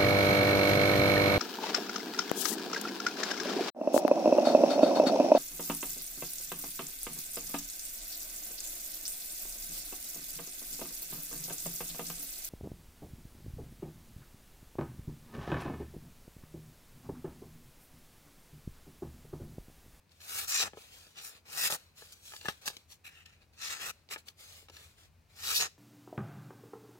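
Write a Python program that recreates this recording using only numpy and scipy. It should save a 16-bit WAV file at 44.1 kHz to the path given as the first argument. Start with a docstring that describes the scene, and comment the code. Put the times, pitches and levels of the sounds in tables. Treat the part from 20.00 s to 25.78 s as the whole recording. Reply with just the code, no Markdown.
"""Close above a desk in a faintly humming room, a sharp knife slices strips off a hand-held sheet of paper.
Fibres fracture by the thousand at the edge; the strip's resonance glides up or down from push to push.
Between strokes, friction of fingers and blade makes the sheet hiss, buckling excites its modes
in small pops, and a new grip crumples it. Reflections off desk and hands follow the direct sound."""
import sys
import numpy as np
from scipy import signal
from scipy.fft import rfft, irfft, next_fast_len
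from scipy.io import wavfile
from scipy.ndimage import map_coordinates

SR = 44100
rng = np.random.default_rng(int(sys.argv[2]) if len(sys.argv) > 2 else 0)


def materialize(psi):
    """Save the field psi as 16-bit PCM at rate SR to the path in sys.argv[1].

    A 1-D psi becomes a single channel; in a 2-D psi each row is a channel.
    """
    bounded = np.clip(np.atleast_2d(psi).T, -1, 1)
    quanta = np.round(bounded * 32767).astype(np.int16)
    wavfile.write(sys.argv[1], SR, quanta)


N = 254898

# The slow drift of the room's hum. Each row: time in seconds, level in dB.
HUM_LEVELS = [(0.0, -72), (0.26, -66.5), (0.46, -60), (1.33, -71), (2.58, -67), (2.78, -71), (3.73, -66),
              (4.1, -69.5), (5.13, -64.5), (5.57, -63), (5.78, -70)]
# Skin and the flat of the blade slide on the sheet. Each row: start, rise, hold and fall in seconds,
# hiss level in dB, murmur in dB relative to the hiss.
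SLIDE_MOVES = [ (0.092, 0.021, 0.084, .03, -72, -6.5), (0.201, .008, 0.031, 0.11, -58.5, -10.5),
               (0.709, 0.081, 0.016, 0.32, -57.5, -5), (0.862, 0.069, 0.053, 0.35, -58.5, -6),
               (1.251, 0.063, 0.06, 0.064, -64, 0.5), (1.446, 0.01, .04, .04, -67, 3),
               (1.736, 0.017, 0.0057, 0.29, -64, 0.5), (1.934, 0.048, 0.031, 0.48, -56.5, -8.5),
               (2.117, 0.0053, 0.011, 0.017, -50.5, -16), (2.182, 0.074, 0.12, 0.084, -54, -14.5),
               (2.387, 0.027, 0.075, 0.25, -59, -5), (2.608, 0.009, 0.033, .03, -62, 1),
               (2.716, 0.014, 0.009, 0.18, -61, -2.5), (2.868, 0.047, 0.0075, 0.072, -54.5, -12),
               (3.387, 0.032, 0.012, 0.046, -76.5, 8.5), (3.515, 0.021, .02, 0.047, -72, 1),
               (3.912, 0.027, 0.064, 0.093, -82.5, 8.5), (4.17, 0.0092, 0.0086, 0.048, -58, -6),
               (4.243, 0.034, .014, 0.047, -57, -6), (4.35, 0.049, 0.18, 0.15, -57, -7.5),
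               (4.685, 0.059, 0.079, 0.23, -59.5, -4.5), (4.943, 0.042, 0.065, 0.072, -67, -1.5),
               (5.275, 0.027, 0.046, 0.067, -71.5, -0.5)]
# The sheet buckles. Each row: start in seconds, peak level of the pop in dB, its centre in Hz,
# crackle and thump in dB relative to the pop.
BUCKLES = [ (0.092, -72.5, 2580, 14, -15), (0.117, -66.5, 2600, 10.5, -11), (0.203, -52, 1700, 3.5, -15),
           (0.215, -53.5, 1640, 5, -30), (0.48, -47.5, 2630, 9, -33), (0.601, -26, 1830, -12, -34),
           (0.677, -43, 1390, -10, -21), (0.733, -39.5, 450, -20, -5), (0.771, -36.5, 450, -15, -11),
           (1.066, -52.5, 452, 3, 1), (1.7, -29.5, 994, -12, -9.5), (1.723, -30.5, 598, 4, -7.5),
           (1.748, -41, 705, -10, -12), (2.021, -42.5, 776, -18, -12), (2.319, -44.5, 1700, 2, -22),
           (2.336, -37, 1330, -19, -27), (2.363, -43.5, 2440, 4, -28), (2.411, -44, 1730, 1, -18),
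           (2.448, -39, 425, -4, -25), (2.455, -30, 1410, -13, -9), (2.484, -20.5, 1680, -7, -6),
           (2.677, -27, 1690, 6, -19), (2.7, -41.5, 705, 8.5, -8), (2.767, -54, 425, 12, -17),
           (3.258, -54, 2480, 9.5, -22), (4.089, -55, 480, 11, -30), (4.11, -37, 1730, -10, -40),
           (4.139, -38, 2570, -0.5, -11), (4.16, -31.5, 1300, -20, -33), (4.182, -57.5, 1710, 10.5, -19),
           (4.283, -44.5, 2530, 11.5, -31), (4.625, -54.5, 372, -15, -6), (4.685, -43.5, 2100, -3, -12),
           (4.697, -45, 478, 3, -13), (4.767, -49, 2470, 5.5, -25)]
# Bending modes of the sheet. Each row: frequency in Hz, bandwidth in Hz, gain in dB.
SHEET_MODES = [(423, 300, 5.5), (512, 266, 6.5), (833, 140, -0.5), (1274, 89, 0.5), (1712, 77, 3.5),
               (2416, 183, -4), (3260, 430, -6.5)]
# Pushes of the edge, one to five to a stroke. Each row: start, rise, hold and fall in seconds, rasp level
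# in dB, fizz and flutter in dB relative to the rasp, strip resonance in Hz, its height in dB.
KNIFE_PUSHES = [ (0.145, 0.21, .085, 0.065, -42, 0, -17.5, 4400, 7),
                (0.44, 0.1, 0.033, .04, -31, -12, -27.5, 6190, 10.5),
                (0.468, 0.013, 0.027, 0.096, -40, 1, -24, 5370, 10),
                (0.548, .035, 0.033, 0.06, -30, -10.5, -27, 4660, 14.5),
                (0.6, 0.026, 0.03, 0.054, -40, -9.5, -5.5, 3720, -3),
                (1.13, 0.047, 0.022, 0.097, -50.5, -11.5, -14.5, 3650, 9.5),
                (1.18, 0.061, 0.029, 0.1, -49, 1, -17.5, 5730, 7.5),
                (1.425, 0.23, .018, 0.039, -32, -0.5, -17, 4900, 6),
                (1.686, 0.017, 0.05, .026, -39.5, 0, -8, 5600, 7.5),
                (3.033, 0.019, 0.025, 0.046, -51, -7, -22, 2620, 10.5),
                (3.06, 0.062, 0.095, 0.055, -60, -13, -17.5, 2520, 10.5),
                (3.245, 0.012, 0.013, 0.24, -62, -15, -17, 2740, 11),
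                (3.545, 0.083, 0.089, 0.037, -42.5, -11.5, -22, 4800, 7),
                (3.665, 0.039, 0.022, 0.18, -40, -11.5, -17.5, 3300, 2),
                (3.775, 0.038, 0.028, 0.061, -42, -10, -12, 3060, 7),
                (3.83, 0.027, 0.046, 0.022, -41.5, -5, -11, 3100, 2.5),
                (4.088, 0.024, .03, 0.036, -43, -6, -15.5, 3130, 1.5),
                (5.305, 0.2, 0.038, .05, -35, -4, -20, 4460, 9.5),
                (5.535, 0.014, 0.029, 0.11, -30.5, -4.5, -30, 4460, 26.5),
                (5.555, 0.043, 0.034, 0.069, -34, -12, -14.5, 4830, 2.5)]
# The fingers take a new grip. Each row: the same quantities as for a push of the edge.
GRIP_MOVES = [ (2.44, .017, 0.0074, 0.072, -46, -5.5, -5.5, 3470, 4.5),
              (2.47, 0.018, .008, 0.066, -45, -7, -9, 3630, 12),
              (2.647, .012, 0.026, 0.065, -43, -4, -11.5, 4530, 17)]

# Spectra of the noises. Each row: frequency in Hz, relative spectral density in dB.
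HUM_SPECTRUM = [(20, -52.5), (33, -28), (45, -6.5), (58, -12), (86, 0), (115, -15.5), (155, -13.5),
                (200, -28.5), (400, -52.5)]
AIR_SPECTRUM = [(30, -28.5), (150, -2), (300, -8.5), (800, -12.5), (2000, -17), (2450, -15), (3300, -21.5),
                (4200, -19.5), (7000, -25), (11000, -28), (15800, -26.5)]
HISS_SPECTRUM = [(1500, -18.5), (3200, 4.5), (4200, 1), (7000, 3.5), (10000, -0.5), (15800, -3.5)]
MURMUR_SPECTRUM = [(100, -29.5), (450, -1.5), (950, -5.5), (1350, -1), (1950, -5.5), (2450, 0), (3100, -15),
                   (4200, -2), (8000, -58.5)]
CREASE_SPECTRUM = [(300, -10.5), (1200, -16.5), (2700, 2.5), (5000, 2.5), (8000, -9), (11000, -12.5),
                   (15800, -12)]
RASP_SPECTRUM = [(600, -56), (1050, -3), (1320, 8.5), (1550, 2), (1800, 9), (2080, 0), (2650, 7),
                 (3200, -4), (3950, 2), (4500, -3), (5300, 0), (7200, 0), (8800, -8.5), (11000, -35)]  # peaks at the sheet's own resonances
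FIZZ_SPECTRUM = [(6000, -33), (8500, -0.5), (9800, -2), (11200, -0.5), (12600, 0), (14700, -1),
                 (15800, -6.5)]
FLUTTER_SPECTRUM = [(60, -36.5), (150, -3), (280, -9.5), (450, 1.5), (620, -3), (800, 5), (1000, -6.5),
                    (1500, -9), (3000, -78.5)]

# Likeness of left and right. Each row: frequency in Hz, correlation from 0 to 1.
STEREO_CORRELATION = [(60, 1), (600, 0.61), (1300, 0.25), (2500, 0.74), (15000, 0.11)]
# Colour of the reflections off desk, hands and room. Each row: frequency in Hz, gain in dB.
REFLECTION_GAINS = [(100, -44.5), (500, -18), (1200, -7), (2200, 2), (5000, 3), (15000, -1)]

# Amplitude is a power of hand speed: the fizz needs a fast edge, the sheet flutters at any speed.
RASP_POWER, FIZZ_POWER, FLUTTER_POWER, SLIDE_POWER = 2.42, 2.7, 1.62, 2.27


def amp(db):
    """Amplitude grows tenfold for every 20 dB."""
    return 10 ** (np.asarray(db) / 20)


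def unit(x):
    """Normalisation to an rms of 1."""
    return x / np.sqrt(np.mean(x ** 2) + 1e-20)


def along(points, hz):
    """Interpolation of (Hz, value) points on a logarithmic frequency axis."""
    knots_hz, values = np.transpose(points)
    return np.interp(np.log(hz + 1), np.log(knots_hz + 1), values)


def per_sample(control):
    """Linear interpolation of a slow control to one value per sample."""
    return np.interp(np.arange(N), np.linspace(0, N, len(control)), control)


def wobble(rate):
    """Smooth random modulation: a spline through rate Gaussian knots a second."""
    return map_coordinates(rng.standard_normal(int(N * rate / SR) + 4), [np.arange(N) * rate / SR])


def filtered(x, response):
    """Linear filtering multiplies the spectrum by a complex frequency response."""
    n = x.shape[-1]
    size = next_fast_len(n + SR // 8, real=True)
    return irfft(rfft(x, size) * response(np.fft.rfftfreq(size, 1 / SR)), size)[..., :n]


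def coloured(x, spectrum):
    """Spectral shaping, normalised to an rms of 1."""
    return unit(filtered(x, lambda hz: amp(along(spectrum, hz))))


def stereo(pair):
    """Partial coherence: independent mid and side signals give channels most alike in the bass."""
    def weights(hz):
        angle = np.arccos(np.clip(along(STEREO_CORRELATION, hz), -1, 1)) / 2
        return np.array([np.cos(angle), np.sin(angle)])
    mid, side = filtered(pair, weights)
    return np.array([mid + side, mid - side])


def speeds(moves):
    """Uniform acceleration: in each move the hand's speed rises from 0 to 1, holds and falls to 0."""
    t = np.arange(0, N, 32) / SR
    return np.array([np.interp(t, np.cumsum(np.abs(move[:4])), [0, 1, 1, 0]) for move in moves])


def envelope(speed, db, power):
    """Incoherent sources add in power; each move reaches its level at full speed."""
    return per_sample(np.sqrt(amp(db) ** 2 @ speed ** (2 * power)))


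def room_hum():
    """Background noise: a low hum that drifts in level, under faint steady air."""
    times, levels_db = np.transpose(HUM_LEVELS)
    hum_db = np.interp(np.arange(N) / SR, times, levels_db)
    hum = amp(hum_db) * coloured(rng.standard_normal((2, N)), HUM_SPECTRUM)
    air = amp(-71.0) * coloured(rng.standard_normal((2, N)), AIR_SPECTRUM)
    return stereo(hum + air)


def fibre_snaps(per_second, scatter_db, friction, delay_s=.002):
    """Shot noise: fibres let go at random over smooth friction, radiating unevenly in two directions."""
    hits = rng.random(N) < per_second / SR
    sizes = amp(scatter_db * np.clip(rng.standard_normal(N), -2, 2))
    signs = rng.choice([-1, 1], (2, N))
    # Dispersion: high bending waves travel faster, so a snap is a falling chirp; delay_s holds at 1 kHz.
    chirps = filtered(hits * sizes * signs, lambda hz: np.exp(-4j * np.pi * delay_s * np.sqrt(hz * 1000)))
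    return unit(unit(chirps) + friction * rng.standard_normal((2, N)))


def sliding():
    """Sliding friction on the paper's grain radiates a fine hiss over the murmur of the sheet."""
    speed = speeds(SLIDE_MOVES)
    hiss_db, murmur_db = np.transpose(SLIDE_MOVES)[4:]
    grain = fibre_snaps(per_second=3200, scatter_db=-1.0, friction=1.0) * amp(0.68 * wobble(90))
    hiss = envelope(speed, hiss_db, SLIDE_POWER) * coloured(grain, HISS_SPECTRUM)
    murmur = envelope(speed, hiss_db + murmur_db, SLIDE_POWER) * coloured(grain, MURMUR_SPECTRUM)
    return hiss + murmur


def resonance(hz, centre_hz, width_hz):
    """A damped oscillator responds most strongly at its natural frequency."""
    return 1j * hz * width_hz / (centre_hz ** 2 - hz * hz + 1j * hz * width_hz)


def sheet_response(hz):
    """Modal superposition: the sheet's resonances add with alternating sign."""
    return sum((-1) ** k * amp(db) * resonance(hz, mode_hz, width_hz)
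               for k, (mode_hz, width_hz, db) in enumerate(SHEET_MODES))


def buckling(thump_hz, thump_t60, ring_t60, crackle_t60, rise_s, breadth):
    """Snap-through buckling: an impulse rings the modes, creases crackle and displaced air thumps."""
    t = np.arange(SR // 8) / SR
    pops = np.zeros((2, N + len(t)))
    rise = 1 - np.exp(-t / rise_s)
    thump = np.sin(2 * np.pi * thump_hz * t) * amp(-60 * t / thump_t60) * rise
    creases = coloured(fibre_snaps(per_second=2800, scatter_db=-9.0, friction=0.097), CREASE_SPECTRUM)
    for start_s, db, centre_hz, crackle_db, thump_db in BUCKLES:
        span = slice(round(start_s * SR), round(start_s * SR) + len(t))
        force = (t == 0) + .06 * rng.standard_normal(len(t)) * amp(-60 * t / ring_t60)
        # A large slow flip favours the low modes, a small quick one the high modes.
        ring = filtered(force, lambda hz: sheet_response(hz) * resonance(hz, centre_hz, centre_hz * breadth))
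        pops[0, span] += amp(db) * (ring / abs(ring).max() + amp(thump_db) * thump)
        pops[:, span] += amp(db + crackle_db) * creases[:, span] * rise * amp(-60 * t / crackle_t60)
    return pops[:, :N]


def strip_resonance(x, centre_hz, height_db, octaves):
    """A broad, gliding resonance of the loose strip redistributes power without adding any."""
    hz, t, spectra = signal.stft(x, SR, nperseg=256)
    centre, height = (np.interp(t, np.arange(N) / SR, per_sample(c)) for c in (centre_hz, height_db))
    detuning = np.log2((hz[:, None] + 1) / centre) / octaves
    gain = amp(height * np.exp(-.5 * detuning ** 2))
    power = np.mean(abs(spectra[0]) ** 2, axis=1, keepdims=True)
    gain /= np.sqrt((power * gain ** 2).sum(0) / power.sum())
    return signal.istft(spectra * gain, SR, nperseg=256)[1][:, :N]


def fracture(moves, per_second, scatter_db, clump_db):
    """Fracture in cutting or crumpling: clumps of snaps fizz, ring the strip and shake the sheet."""
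    speed = speeds(moves)
    rasp_db, fizz_db, flutter_db, strip_hz, height_db = np.transpose(moves)[4:]
    # Where moves overlap, the strip's resonance glides from one to the next.
    share = (amp(rasp_db)[:, None] * speed * speed) ** 2 + 1e-18
    share /= share.sum(0)
    fibres = fibre_snaps(per_second, scatter_db, friction=0.28)
    fibres *= amp(clump_db * wobble(320) + 1.3 * wobble(60))
    ringing = coloured(fibres, RASP_SPECTRUM)
    ringing = strip_resonance(ringing, strip_hz @ share, height_db @ share, octaves=0.59)
    shaking = coloured(fibres * amp(1.05 * wobble(130)), FLUTTER_SPECTRUM)
    rasp = envelope(speed, rasp_db, RASP_POWER) * ringing
    fizz = envelope(speed, rasp_db + fizz_db, FIZZ_POWER) * coloured(fibres, FIZZ_SPECTRUM)
    flutter = envelope(speed, rasp_db + flutter_db, FLUTTER_POWER) * shaking
    return rasp + fizz + flutter


def propagation(paper, lead_s, echo_t60, echo_db, room_t60, room_db, hop):
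    """Multipath: direct sound reaches the left first; echoes keep changing as the sheet moves."""
    t = np.arange(3 * hop) / SR
    echoes = np.zeros((2, N + 6 * hop))
    padded = np.pad(paper[0], (hop, 2 * hop))
    window = np.sin(np.pi * np.arange(2 * hop) / (2 * hop))
    for start in range(0, N + hop, hop):
        early, late = rng.standard_normal((2, 2, len(t))) * (t > .0004)
        desk_and_hands = amp(echo_db) * unit(early * amp(-60 * t / echo_t60))
        reverberation = amp(room_db) * unit(late * amp(-60 * t / room_t60))
        response = (desk_and_hands + reverberation) / np.sqrt(len(t))
        block = padded[start:start + 2 * hop] * window
        reflected = signal.fftconvolve(block[None], response, axes=1)
        echoes[:, start:start + reflected.shape[1]] += reflected
    direct = filtered(stereo(paper), lambda hz: np.exp(1j * np.pi * hz * lead_s * np.array([[1], [-1]])))
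    return direct + filtered(echoes[:, hop:hop + N], lambda hz: amp(along(REFLECTION_GAINS, hz)))


def scene():
    """Sources superpose in the room; time and level cues place the paper a little left of centre."""
    cuts = fracture(KNIFE_PUSHES, per_second=3800, scatter_db=0.5, clump_db=-0.96)
    crumples = fracture(GRIP_MOVES, per_second=2700, scatter_db=5.5, clump_db=1.7)
    pops = buckling(thump_hz=170, thump_t60=0.024, ring_t60=0.058, crackle_t60=0.022,
                    rise_s=0.0013, breadth=1.2)
    paper = propagation(cuts + crumples + sliding() + pops, lead_s=0.00015,
                        echo_t60=0.013, echo_db=-4.0, room_t60=0.29, room_db=-20, hop=3072)
    return (paper + room_hum()) * amp([[.9], [-.9]])


def record(dry):
    """Band limiting: the microphone rolls off below 42 Hz and passes nothing above 15850 Hz."""
    thinned = signal.sosfilt(signal.butter(4, 42, "highpass", fs=SR, output="sos"), dry)
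    return filtered(thinned, lambda hz: hz < 15850)


dry = scene()
out = record(dry)
materialize(out)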